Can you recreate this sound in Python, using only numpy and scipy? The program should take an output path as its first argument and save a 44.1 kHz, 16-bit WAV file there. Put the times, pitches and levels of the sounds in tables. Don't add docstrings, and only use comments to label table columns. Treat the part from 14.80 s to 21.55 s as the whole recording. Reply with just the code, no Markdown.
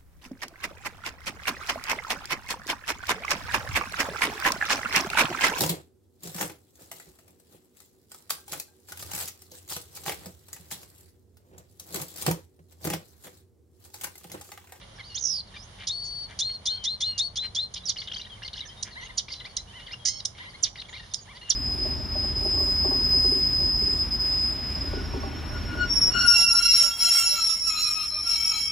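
import sys
import numpy as np
from scipy import signal
from scipy.fft import rfft, irfft
from scipy.io import wavfile
from scipy.ndimage import uniform_filter1d

SR = 44100
rng = np.random.default_rng(int(sys.argv[2]) if len(sys.argv) > 2 else 0)


def voltage_ratio(decibels):
    exponent = np.asarray(decibels, float) / 20
    return 10 ** exponent


def dump(signal):
    limited = np.clip(np.atleast_2d(signal).T, -1, 1)
    pcm = np.round(limited * 32767).astype(np.int16)
    wavfile.write(sys.argv[1], SR, pcm)


N = 297675
HZ = np.arange(N // 2 + 1) * SR / N


def walk(rate, size=N):
    hold = int(SR / rate)
    steps = rng.standard_normal(size // hold + 1)
    return 1.4 * uniform_filter1d(np.repeat(steps, hold), hold)[:size]


def colour(table):
    hz, db = np.transpose(table)
    return voltage_ratio(np.interp(np.log(HZ + 1), np.log(hz), db))


def add(out, s, x, edge_s):
    start, t = int(s * SR), np.arange(len(x)) / SR
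    to_edge = np.minimum(t, t[::-1])
    fade = np.sin(np.pi / 2 * np.clip(to_edge / edge_s, 0, 1)) ** 2
    out[start:start + len(x)] += (x * fade)[:N - start]


def along(table, length):
    s, *columns = np.transpose(table)
    places = np.linspace(s[0], s[-1], int(length * SR))
    return [np.interp(places, s, column) for column in columns]


def span(table):
    return table[-1][0] - table[0][0]


# f/Hz, density/dB per Hz
FIELD = [(26, -21), (40, 0.5), (104, 0.5), (275, -16.5), (980, -15), (1500, -20), (3100, -15),
         (4700, -22.5), (6500, -25), (10700, -29)]
FIELD_DB = -47
# f/Hz, level/dB
DRONE = [(98, -62.5), (199, -66)]


def field():
    mid, side = rfft(rng.standard_normal((2, N)))
    apart = 0.94 * HZ / np.hypot(HZ, 450)
    air = irfft(colour(FIELD) * (mid + apart * side * np.array([[1], [-1]])), N)
    drone = np.zeros(N)
    for hz, db in DRONE:
        phase = 2 * np.pi * np.cumsum(hz + .07 * hz * walk(12)) / SR
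        drone += voltage_ratio(db + 3.24 * walk(7.3)) * np.sin(phase)
    return voltage_ratio(FIELD_DB + .5 * walk(0.964)) * air / np.std(air) + np.sqrt(2) * drone


def reeds(x):
    t = np.arange(SR // 2) / SR
    hits = rng.standard_normal((2, len(t))) * voltage_ratio(2 * rng.standard_exponential((2, len(t))))
    cloud = voltage_ratio(-36.5 - 60 * t / 0.06) + voltage_ratio(-44.5 - 60 * t / 0.24)
    onset = np.clip(t / 0.0014, 0, 1)
    return signal.fftconvolve(x[None], hits * cloud * onset, axes=1)[:, :N]


def throat(hz, throat_hz, width):
    distance = np.log((np.abs(hz) + 1) / throat_hz) / width
    return 1 / (1 + distance ** 4) + voltage_ratio(-32.5) * (hz > throat_hz)


def rasp(out, s, length, rate_hz, throat_hz, db, glide):
    u = np.linspace(0, 1, int(length * SR))
    slow = float(rate_hz < 600)
    hz = rate_hz * (1 + glide * (u - .5)) + (40 + 90 * slow) * walk(700, len(u))
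    k = np.arange(1, 14000 // rate_hz)[:, None]
    opening = throat_hz * (1 + 0.49 * glide * (1 - slow) * (u - .5))
    turns = k * np.cumsum(hz) / SR + rng.random(k.shape)
    pulses = np.sum(throat(k * hz, opening, 0.33) * np.cos(2 * np.pi * turns), axis=0)
    grit = .65 * (1 - slow) * (1 - np.sign(glide) * (u - .5)) * walk(2200, len(u))
    swell = voltage_ratio(1.1 * walk(400, len(u)) + 2.0 * slow * walk(78.4, len(u)))
    x = pulses * (swell + grit)
    add(out, s, voltage_ratio(db) * x / np.std(x), max((.26 + .1 * slow) * length, .003))


# t/s, length/s, pulse rate f/Hz, throat f/Hz, level/dB
CHURRS = [(.005, 0.045, 196.3, 2840, -48), (0.728, 0.074, 298.5, 2980, -49),
          (0.965, 0.11, 235.3, 2530, -43.5), (1.475, 0.08, 221, 2250, -46),
          (1.685, 0.029, 240.5, 2360, -48), (2.615, 0.065, 230.5, 2600, -41), (2.952, .04, 494, 3530, -34),
          (3.258, 0.27, 419.5, 3470, -50.5), (3.201, 0.069, 402, 4400, -47),
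          (3.737, 0.084, 399, 4160, -44.5), (4.029, 0.1, 300, 2180, -47), (4.188, 0.11, 289.6, 2980, -46.5),
          (4.47, 0.12, 402, 4070, -45), (4.986, 0.059, 307, 2920, -48), (5.854, 0.044, 400, 3000, -39.5),
          (5.533, 0.17, 307.6, 2720, -47.5), (6.153, 0.074, 302, 3550, -50), (6.195, 0.13, 395, 4070, -56),
          (6.541, 0.057, 403, 3260, -49.5)]
# t/s, throat f/Hz, level/dB
TICKS = [
    (2.938, 5100, -30),
    (4.025, 5470, -25.5),
    (4.765, 5170, -24.5),
    (5.449, 5460, -23),
    (6.336, 5370, -23.5),
]
# t/s, throat f/Hz, level/dB
SCRAPES = [
    (1.068, 5000, -27.5),
    (1.587, 5270, -25.5),
    (1.853, 5180, -27),
    (2.036, 5000, -28),
    (2.202, 5240, -30.5),
    (2.376, 5380, -27),
    (2.555, 4880, -31),
    (2.746, 5100, -30.5),
    (4.373, 5340, -29.5),
    (6.701, 4700, -31),
]


def rasps():
    out = np.zeros(N)
    for s, length, rate_hz, throat_hz, db in CHURRS:
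        rasp(out, s, length, rate_hz, throat_hz, db, glide=.3)
    for s, throat_hz, db in TICKS:
        rasp(out, s, 0.01194, 1912, throat_hz, db, glide=-0.309)
    for s, throat_hz, db in SCRAPES:
        rasp(out, s, 0.027, 1800, throat_hz, db, glide=0.3855)
    return out


# t/s, pitch f/Hz, throat f/Hz, half-pitch overtones level/dB, level/dB
BUZZ = [
    (5.25, 870, 5900, 5.5, -34),
    (5.263, 932, 5750, 4, -27.5),
    (5.291, 1040, 5630, -11, -25.5),
    (5.311, 1061, 5230, -6, -40),
    (5.398, 1087, 4550, -28, -41),
    (5.409, 910, 4200, -32, -33),
]


def buzz():
    out = np.zeros(N)
    hz, throat_hz, half_db, db = along(BUZZ, span(BUZZ))
    k = np.arange(4, 22)[:, None] / 2
    jitter = (0.0052 + 0.0186 * voltage_ratio(half_db)) * walk(600, len(hz))
    phase = 2 * np.pi * np.cumsum(hz * (1 + jitter)) / SR
    lift = throat(k * hz, throat_hz, 0.25) + voltage_ratio(-18.0) * (k < 4)
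    lift = lift * np.where(k % 1, voltage_ratio(half_db), 1)
    stack = np.sum(lift * np.cos(k * phase + 3 * rng.random(k.shape)), axis=0)
    add(out, BUZZ[0][0], voltage_ratio(db + 1.8 * walk(390, len(hz))) * stack, .003)
    return out


# t/s, pitch f/Hz, level/dB
WARBLES = [
    [(4.153, 790, -48), (4.172, 990, -40), (4.191, 1113, -42), (4.214, 910, -47), (4.243, 1043, -38)],
    [(4.288, 877, -50), (4.303, 1085, -44), (4.316, 860, -44)],
    [(4.928, 846, -57), (4.945, 965, -53), (4.968, 1043, -51), (4.998, 925, -52.5), (5.012, 1003, -53)],
    [(5.595, 887, -44), (5.612, 996, -40.5), (5.634, 1125, -46), (5.662, 922, -47.5), (5.7, 1110, -44.5)],
    [(5.733, 870, -54), (5.75, 1070, -45.5), (5.763, 1093, -49)],
    [(6.473, 792, -55), (6.497, 1075, -48.5), (6.515, 1180, -49), (6.54, 913, -56.5), (6.578, 1032, -48)],
    [(6.613, 888, -56), (6.63, 983, -53), (6.642, 1060, -52)],
]
# fundamental level/dB, third level/dB, fourth level/dB, phase between capsules/rad
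WARBLE_VOICE = [(-16, -12, -11, 1.5), (-11.5, -12, -11, 1), (-12.5, 5.5, -11, 0), (-14.5, -8, -14, 2.2),
                (-15, -12, -4, 4), (-6.5, -7, -27, 0), (-8, -12, -8, 0)]


def warbles():
    out = np.zeros((2, N))
    for curve, (first_db, third_db, fourth_db, turn) in zip(WARBLES, WARBLE_VOICE):
        hz, db = along(curve, span(curve))
        smooth = uniform_filter1d(hz, size=400)
        phase = 2 * np.pi * np.cumsum(smooth * (1 + .006 * walk(300, len(hz)))) / SR
        for ear, side in zip(out, (.5, -.5)):
            stack = voltage_ratio(first_db) * np.sin(phase)
            for k, overtone_db in enumerate((0, third_db, fourth_db), start=2):
                stack = stack + voltage_ratio(overtone_db) * np.sin(k * phase - side * turn)
            level = np.sqrt(2) * voltage_ratio(db + .8 * walk(200, len(hz)))
            add(ear, curve[0][0], level * stack, .004)
    return out


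# multiple of half pitch, level/dB
NASAL = [(1, -18), (3, -6), (4, -9), (5, -20)]


def syrinx(hz, db, hoarse_db):
    size = len(hz)
    faint = np.clip((-39.0 - db) / 15, 0, 1)
    waver = (.004 + .003 * faint * hz / 2500) * walk(250, size)
    phase = 2 * np.pi * np.cumsum(hz * (1 + waver)) / SR
    nose = np.clip((2800 - hz) / 700, 0, 1) * (hz > 1000)
    nasal = nose * sum(voltage_ratio(g) * np.sin(k * phase / 2) for k, g in NASAL)
    octave_db = -26 + .8 * np.maximum(db + 27, 0) - 20 * faint
    tone = np.sin(phase) + voltage_ratio(octave_db) * np.sin(2 * phase) + nasal
    flutter = voltage_ratio((.9 + .5 * faint) * walk(150, size)) + voltage_ratio(hoarse_db) * walk(3500, size)
    return np.sqrt(2) * voltage_ratio(db) * flutter * tone


# t/s, length/s, start f/Hz, end f/Hz, level/dB
MURMURS = [(.155, 0.03, 5930, 4650, -59), (.178, 0.012, 1400, 1940, -50.5), (.23, 0.017, 3590, 4350, -56),
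           (.34, 0.046, 4280, 4150, -48), (.67, 0.024, 4900, 3440, -55.5), (.74, 0.026, 3530, 4600, -60),
           (.815, 0.029, 5000, 6400, -52.5), (.84, 0.024, 6400, 6400, -62), (.74, 0.0083, 1800, 1840, -48),
           (1.235, 0.041, 7300, 6020, -50.5), (1.9, 0.092, 1560, 1474, -62.5),
           (3.16, 0.0092, 1520, 4540, -43), (3.295, 0.014, 1450, 1900, -59),
           (3.283, 0.0062, 3600, 1900, -53), (3.225, 0.026, 4530, 4300, -55), (3.42, 0.06, 4110, 3570, -56),
           (3.565, 0.026, 2400, 1950, -61), (3.55, 0.013, 3100, 3100, -52), (3.89, .035, 1666, 2100, -60),
           (4.26, 0.016, 2940, 2750, -44), (4.305, 0.0092, 3430, 3750, -51),
           (4.545, 0.011, 3520, 3870, -50), (4.55, 0.081, 4065, 3980, -51), (4.685, 0.043, 4420, 4500, -53),
           (4.775, 0.036, 3800, 4100, -45), (5.012, .024, 2130, 2160, -62), (5.005, 0.042, 2860, 3020, -51),
           (5.06, 0.022, 4560, 4630, -55), (5.13, 0.016, 2790, 2853, -35.5),
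           (6.05, 0.0099, 3000, 3480, -47), (6.165, 0.022, 4780, 2860, -48), (6.19, 0.017, 4640, 3490, -53),
           (6.31, 0.021, 5350, 4530, -54), (6.31, 0.023, 3700, 3530, -52), (6.405, 0.04, 6700, 6550, -52.5),
           (6.55, 0.022, 4470, 4780, -53), (6.61, 0.043, 4150, 4350, -55)]
# t/s, length/s, start f/Hz, end f/Hz, level/dB
RISES = [(.235, 0.063, 4260, 4930, -50), (.344, 0.013, 4730, 5930, -39.5), (.35, 0.022, 5750, 6900, -32),
         (.347, 0.0257, 2940, 3420, -39.5), (.37, 0.013, 3340, 3960, -32.5), (.379, .011, 3800, 5770, -34),
         (.388, 0.014, 5800, 6760, -39), (.768, 0.046, 4660, 5180, -49.5),
         (1.225, 0.067, 4560, 6040, -48.5), (3.185, .014, 4210, 4280, -37), (3.359, 0.014, 3020, 3280, -32),
         (3.295, 0.014, 2880, 3500, -44), (3.755, .021, 1490, 2270, -49),
         (3.619, 0.0088, 1450, 2250, -45.5), (3.623, 0.0099, 2880, 5980, -49.5),
         (3.657, .016, 4240, 4970, -40), (3.85, 0.029, 5820, 6470, -51), (3.886, 0.05, 3144, 3195, -48.5),
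         (4.205, 0.067, 5880, 6600, -53.5), (4.241, 0.026, 1980, 2250, -51), (6.572, .012, 3050, 3730, -52),
         (4.482, 0.012, 2040, 2990, -38.5), (4.512, .009, 4160, 4650, -41), (4.519, 0.011, 4610, 4770, -33),
         (4.529, 0.0052, 4750, 5700, -40), (4.642, 0.024, 3100, 5200, -43), (4.646, 0.036, 1790, 2770, -44),
         (4.87, 0.053, 2830, 3200, -52.5), (5.103, .016, 3230, 4600, -48),
         (5.117, 0.019, 4770, 5700, -43.5), (5.106, 0.04, 1863, 3180, -43.5),
         (6.122, 0.04, 2870, 5000, -45.5), (6.126, 0.037, 1752, 2500, -44)]
# t/s, length/s, start f/Hz, end f/Hz, level/dB
DROPS = [(.192, 0.0252, 2310, 1980, -41.5), (.29, 0.063, 2930, 2800, -50.5), (.296, 0.042, 4440, 4250, -46),
         (1.693, 0.034, 3290, 3050, -49.5), (2.04, 0.034, 2096, 1966, -53.5),
         (2.255, .14, 2965, 2774, -46.5), (3.054, 0.013, 5830, 5600, -33.5),
         (3.066, .02, 5600, 4520, -32.5), (3.084, 0.0124, 4600, 4400, -27),
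         (3.094, .012, 4410, 3310, -30.5), (3.172, 0.017, 5420, 4200, -41.5),
         (3.216, 0.0086, 3750, 2650, -34), (3.221, 0.0082, 2420, 1920, -46),
         (3.273, 0.0073, 4010, 2780, -35), (3.281, 0.0066, 3610, 2800, -35),
         (3.199, 0.013, 4700, 4400, -35.5), (4.378, 0.0077, 4920, 4130, -24.5),
         (4.388, .013, 3710, 2900, -37.5), (3.493, 0.057, 3380, 3060, -48), (3.632, 0.019, 5800, 4440, -52),
         (3.648, 0.01, 4440, 4140, -39), (3.815, 0.033, 3700, 3010, -49), (3.872, 0.032, 5450, 4970, -50),
         (4.106, 0.038, 4620, 4020, -50.5), (4.133, .03, 4030, 3850, -52), (4.497, 0.0162, 5120, 4100, -45),
         (5.066, 0.012, 3570, 2720, -40), (5.076, 0.023, 2200, 1750, -45.5),
         (5.965, 0.023, 5400, 3870, -48.5), (6.16, 0.017, 3915, 3750, -49), (5.19, 0.19, 3300, 3110, -53),
         (5.69, .038, 4980, 4250, -53.5), (6.08, 0.053, 7030, 6480, -53.5),
         (6.085, 0.018, 2385, 1810, -44.5), (6.365, 0.045, 4680, 4820, -50),
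         (6.611, 0.032, 2794, 2960, -46), (6.645, 0.05, 2890, 2760, -46)]
# t/s, length/s, middle f/Hz, ends f/Hz, level/dB
BENDS = [(1.89, .17, 3170, 3010, -47), (3.003, .026, 3480, 3540, -49), (3.033, .022, 3850, 3950, -49),
         (3.233, .04, 2900, 3000, -50), (3.394, .013, 2800, 3120, -37), (3.644, .024, 2110, 2060, -48.5),
         (3.73, .013, 4450, 2900, -36), (3.815, .03, 2250, 1950, -51), (3.962, .061, 3700, 3850, -51),
         (4.108, .016, 1880, 2050, -49), (4.652, .016, 507, 470, -56), (5.549, .014, 2200, 2080, -51),
         (5.657, .012, 3900, 4110, -53), (5.972, .029, 1880, 2320, -50), (5.984, .015, 3760, 3900, -42)]
# t/s, pitch f/Hz, level/dB
PIPS = [(0.178, 1610, -55), (.762, 2363, -40), (2.206, 2105, -55), (3.183, 2195, -50), (3.428, 2350, -53),
        (3.463, 1890, -48.5), (3.851, 1815, -46), (4.502, 2130, -46), (4.607, 1984, -45),
        (4.78, 2030, -52.5), (6.161, 2134, -42.5), (6.196, 1885, -45), (6.23, 1824, -47)]
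# t/s, start f/Hz, end f/Hz, level/dB
FLICKS = [(2.206, 3730, 3120, -33.5), (3.166, 3060, 2890, -33), (3.741, 3030, 2850, -39.5),
          (3.805, 3950, 3790, -34), (6.175, 2850, 2760, -43), (6.685, 2880, 2870, -38),
          (3.315, 2650, 3500, -31.5), (3.332, 5400, 5960, -46), (3.334, 2700, 3300, -34.5),
          (3.343, 3940, 5140, -33.5), (3.361, 5680, 6360, -46), (3.38, 4560, 4880, -37),
          (3.395, 5540, 5900, -47), (3.412, 3550, 4220, -34.5), (3.448, 2820, 3370, -41.5),
          (3.63, 2730, 3000, -34), (3.677, 4940, 2470, -34.5), (3.776, 2790, 3890, -36.5),
          (3.79, 2760, 2990, -36), (4.483, 3500, 5400, -44.5), (4.519, 5560, 5450, -49),
          (4.534, 5480, 2570, -36), (4.598, 4170, 2600, -39), (6.197, 3520, 3960, -48),
          (5.401, 4760, 3620, -56), (5.956, 1750, 3220, -41.5), (5.997, 3870, 4420, -36.5),
          (6.015, 4470, 2160, -34), (6.09, 4230, 3240, -49)]
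FLICK_S, PIP_S = .0105, 0.014
COO_S, COO_LENGTH_S, COO_HZ, COO_DB = .012, .14, 560, -60.5


def notes():
    listed = [(COO_S, COO_LENGTH_S, COO_HZ, .96 * COO_HZ, 0, COO_DB)]
    for s, length, a, b, db in list(MURMURS) + list(RISES) + list(DROPS):
        listed.append((s, length, a, b, 0, db))
    for s, length, middle, ends, db in BENDS:
        listed.append((s, length, ends, ends, middle - ends, db))
    for s, hz, db in PIPS:
        listed.append((s, PIP_S, hz, hz, 0, db))
    for s, a, b, db in FLICKS:
        listed.append((s, FLICK_S, a, b, 0, db))
    return listed


HIDDEN_DB, HIDDEN_WET_DB = -43, -5


def short_notes():
    out, hidden = np.zeros((2, N))
    for s, length, a, b, bulge, db in notes():
        u = np.linspace(0, 1, int(length * SR))
        hz = a + (b - a) * u + bulge * (1 - (2 * u - 1) ** 2)
        add(hidden if db < HIDDEN_DB else out, s, syrinx(hz, db, -11.5), min(.15 * length, .01))
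    return out, hidden


# t/s, length/s, level/dB
CHACKS = [
    (3.085, 0.033, -22),
    (4.37, 0.036, -22.5),
    (5.826, .03, -15.5),
    (6.693, 0.03, -15),
]
# share of length, pitch f/Hz, level/dB
FALL = [
    (0, 6984, -18),
    (.22, 7280, -5.5),
    (.36, 5695, 0),
    (.47, 5736, -4),
    (.58, 4310, -4.5),
    (.68, 5165, -13),
    (.8, 3450, -11.5),
    (.9, 4044, -17),
    (1.15, 2790, -16),
]


def chacks():
    out = np.zeros(N)
    for s, length, db in CHACKS:
        hz, shape_db = along(FALL, length * FALL[-1][0])
        add(out, s, syrinx(uniform_filter1d(hz, size=40), db + shape_db, -12), .002)
    return out


# t/s, centre f/Hz, swing f/Hz, level/dB
TRILL = [
    (.398, 6700, 300, -36),
    (.42, 6500, 650, -28),
    (.455, 6220, 700, -24),
    (.487, 5760, 606, -29.5),
    (.52, 5250, 360, -30),
    (.571, 4720, 270, -32.5),
    (.608, 4320, 260, -35),
    (.619, 3820, 200, -52),
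]
# t/s, swings done
SWINGS = [(.398, -1), (.427, 1), (.4705, 4), (.553, 9), (.619, 12.8)]
STRAIN_HZ, STRAIN_STEP_HZ = 5700, 300


def trill():
    out = np.zeros(N)
    length = span(SWINGS)
    centre, swing, db = along(TRILL, length)
    hz = centre - swing * np.cos(2 * np.pi * along(SWINGS, length)[0])
    strain_db = (np.maximum(hz - STRAIN_HZ, 0) / STRAIN_STEP_HZ) ** 2
    add(out, SWINGS[0][0], syrinx(hz, db - strain_db, -17), .003)
    return out


# delay t/s, length/s, start f/Hz, end f/Hz, level against scrape/dB
ZIPS = [
    (.005, .022, 3712, 6936, -9),
    (.008, 0.0113, 3420, 4330, -7.5),
]


def zips():
    out = np.zeros(N)
    for s, _, db in SCRAPES[:len(TWEETS)]:
        for delay, length, a, b, zip_db in ZIPS:
            left = np.linspace(1, 0, int(length * SR))
            add(out, s + delay, syrinx(b + (a - b) * left ** 2, db + zip_db, -15), .003)
    return out


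# share of the time to the snap, share of held pitch, level/dB
SCOOP = [(0, .74, -6), (.3, .8, -1), (.8, .85, 0), (1, .94, -5)]
SETTLE_S, SAG_DB, SAG_S = 0.0296, -4, 0.058
RELEASE_S, RELEASE_DROP, RELEASE_DB = 0.028, 0.051, -11


def tweet(length, snap_s, held_hz, db):
    t = np.arange(int(length * SR)) / SR
    share, pitch, scoop_db = np.transpose(SCOOP)
    after = np.maximum(t - snap_s, 0)
    end = np.clip(1 - (length - t) / RELEASE_S, 0, 1)
    settle = (1 - pitch[-1]) * (1 - np.exp(-after / SETTLE_S))
    hz = held_hz * (np.interp(t / snap_s, share, pitch) + settle - RELEASE_DROP * end ** 2)
    sag_db = SAG_DB * (1 - np.exp(-after / SAG_S))
    return hz, db + np.interp(t / snap_s, share, scoop_db) + sag_db + RELEASE_DB * end


# t/s, length/s, snap after t/s, held f/Hz, level/dB
TWEETS = [
    (1.091, 0.38, 0.023, 4480, -26),
    (1.605, 0.17, 0.026, 4318, -24.5),
    (1.868, 0.12, 0.027, 4342, -25),
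    (2.052, 0.12, 0.036, 4267, -26.5),
    (2.219, 0.12, 0.025, 4313, -23.5),
    (2.39, 0.1, 0.027, 4500, -22.5),
    (2.567, 0.12, 0.031, 4186, -27),
    (2.759, 0.11, 0.042, 4270, -25),
]


def tweets():
    out = np.zeros(N)
    for s, *shape in TWEETS:
        add(out, s, syrinx(*tweet(*shape), -23), .003)
    return out


# t/s, left minus right level/dB
HEAD = [
    (0, -4.5),
    (1.5, 0.5),
    (3.3, -1.5),
    (6.75, -1.5),
]


def head_turn():
    return voltage_ratio(along(HEAD, N / SR)[0] * np.array([[.5], [-.5]]))


# f/Hz, left minus right level/dB
EARS = [(300, -0.5), (1100, 3), (2000, 1), (3600, 4.5), (4400, 3), (5200, -5.5), (6400, -8.5), (8500, 4)]
# f/Hz, left lag/rad
LAGS = [(300, 0), (1100, 1.1), (1900, .9), (2900, -.5), (3600, .2), (4400, .7), (5300, .4), (6400, -1),
        (9000, -.8)]


def capsules():
    lag = np.exp(-.5j * np.interp(HZ, *np.transpose(LAGS)))
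    left = np.sqrt(colour(EARS)) * lag
    return np.array([left, 1 / left])


# f/Hz, width f/Hz, depth 0-1
NOTCHES = [(2590, 450, .8), (7750, 1200, .98)]


def housing():
    gain = np.ones(len(HZ))
    for hz, width, depth in NOTCHES:
        gain *= 1 - np.clip(depth, 0, 1) / (1 + (2 * (HZ - hz) / width) ** 2)
    return gain


def gain_control(bird):
    loudness = np.sqrt(np.abs(uniform_filter1d(bird ** 2, size=5000, origin=2300)))
    return 1 / (1 + loudness / voltage_ratio(-33))


def scene():
    leaves = field()
    low = signal.sosfilt(signal.butter(2, 1300, fs=SR, output="sos"), leaves)
    strokes, hidden = short_notes()
    bird = strokes + hidden + chacks() + trill() + zips() + tweets() + rasps() + buzz()
    arches = warbles()
    echoes = reeds(bird + arches[0] + voltage_ratio(HIDDEN_WET_DB) * hidden)
    sung = bird + arches + echoes
    air = rfft(sung * head_turn() + low) * capsules()
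    air = air + rfft(gain_control(bird) * (leaves - low))
    return irfft(air * housing(), N)


def band_limit(x):
    return signal.sosfilt(signal.butter(12, 12140, fs=SR, output="sos"), x)


def record(dry):
    top = signal.ellip(10, .3, 60, 11050, fs=SR, output="sos")
    mix = signal.sosfilt(top, dry)
    return band_limit(mix)


dry = scene()
out = record(dry)
dump(out)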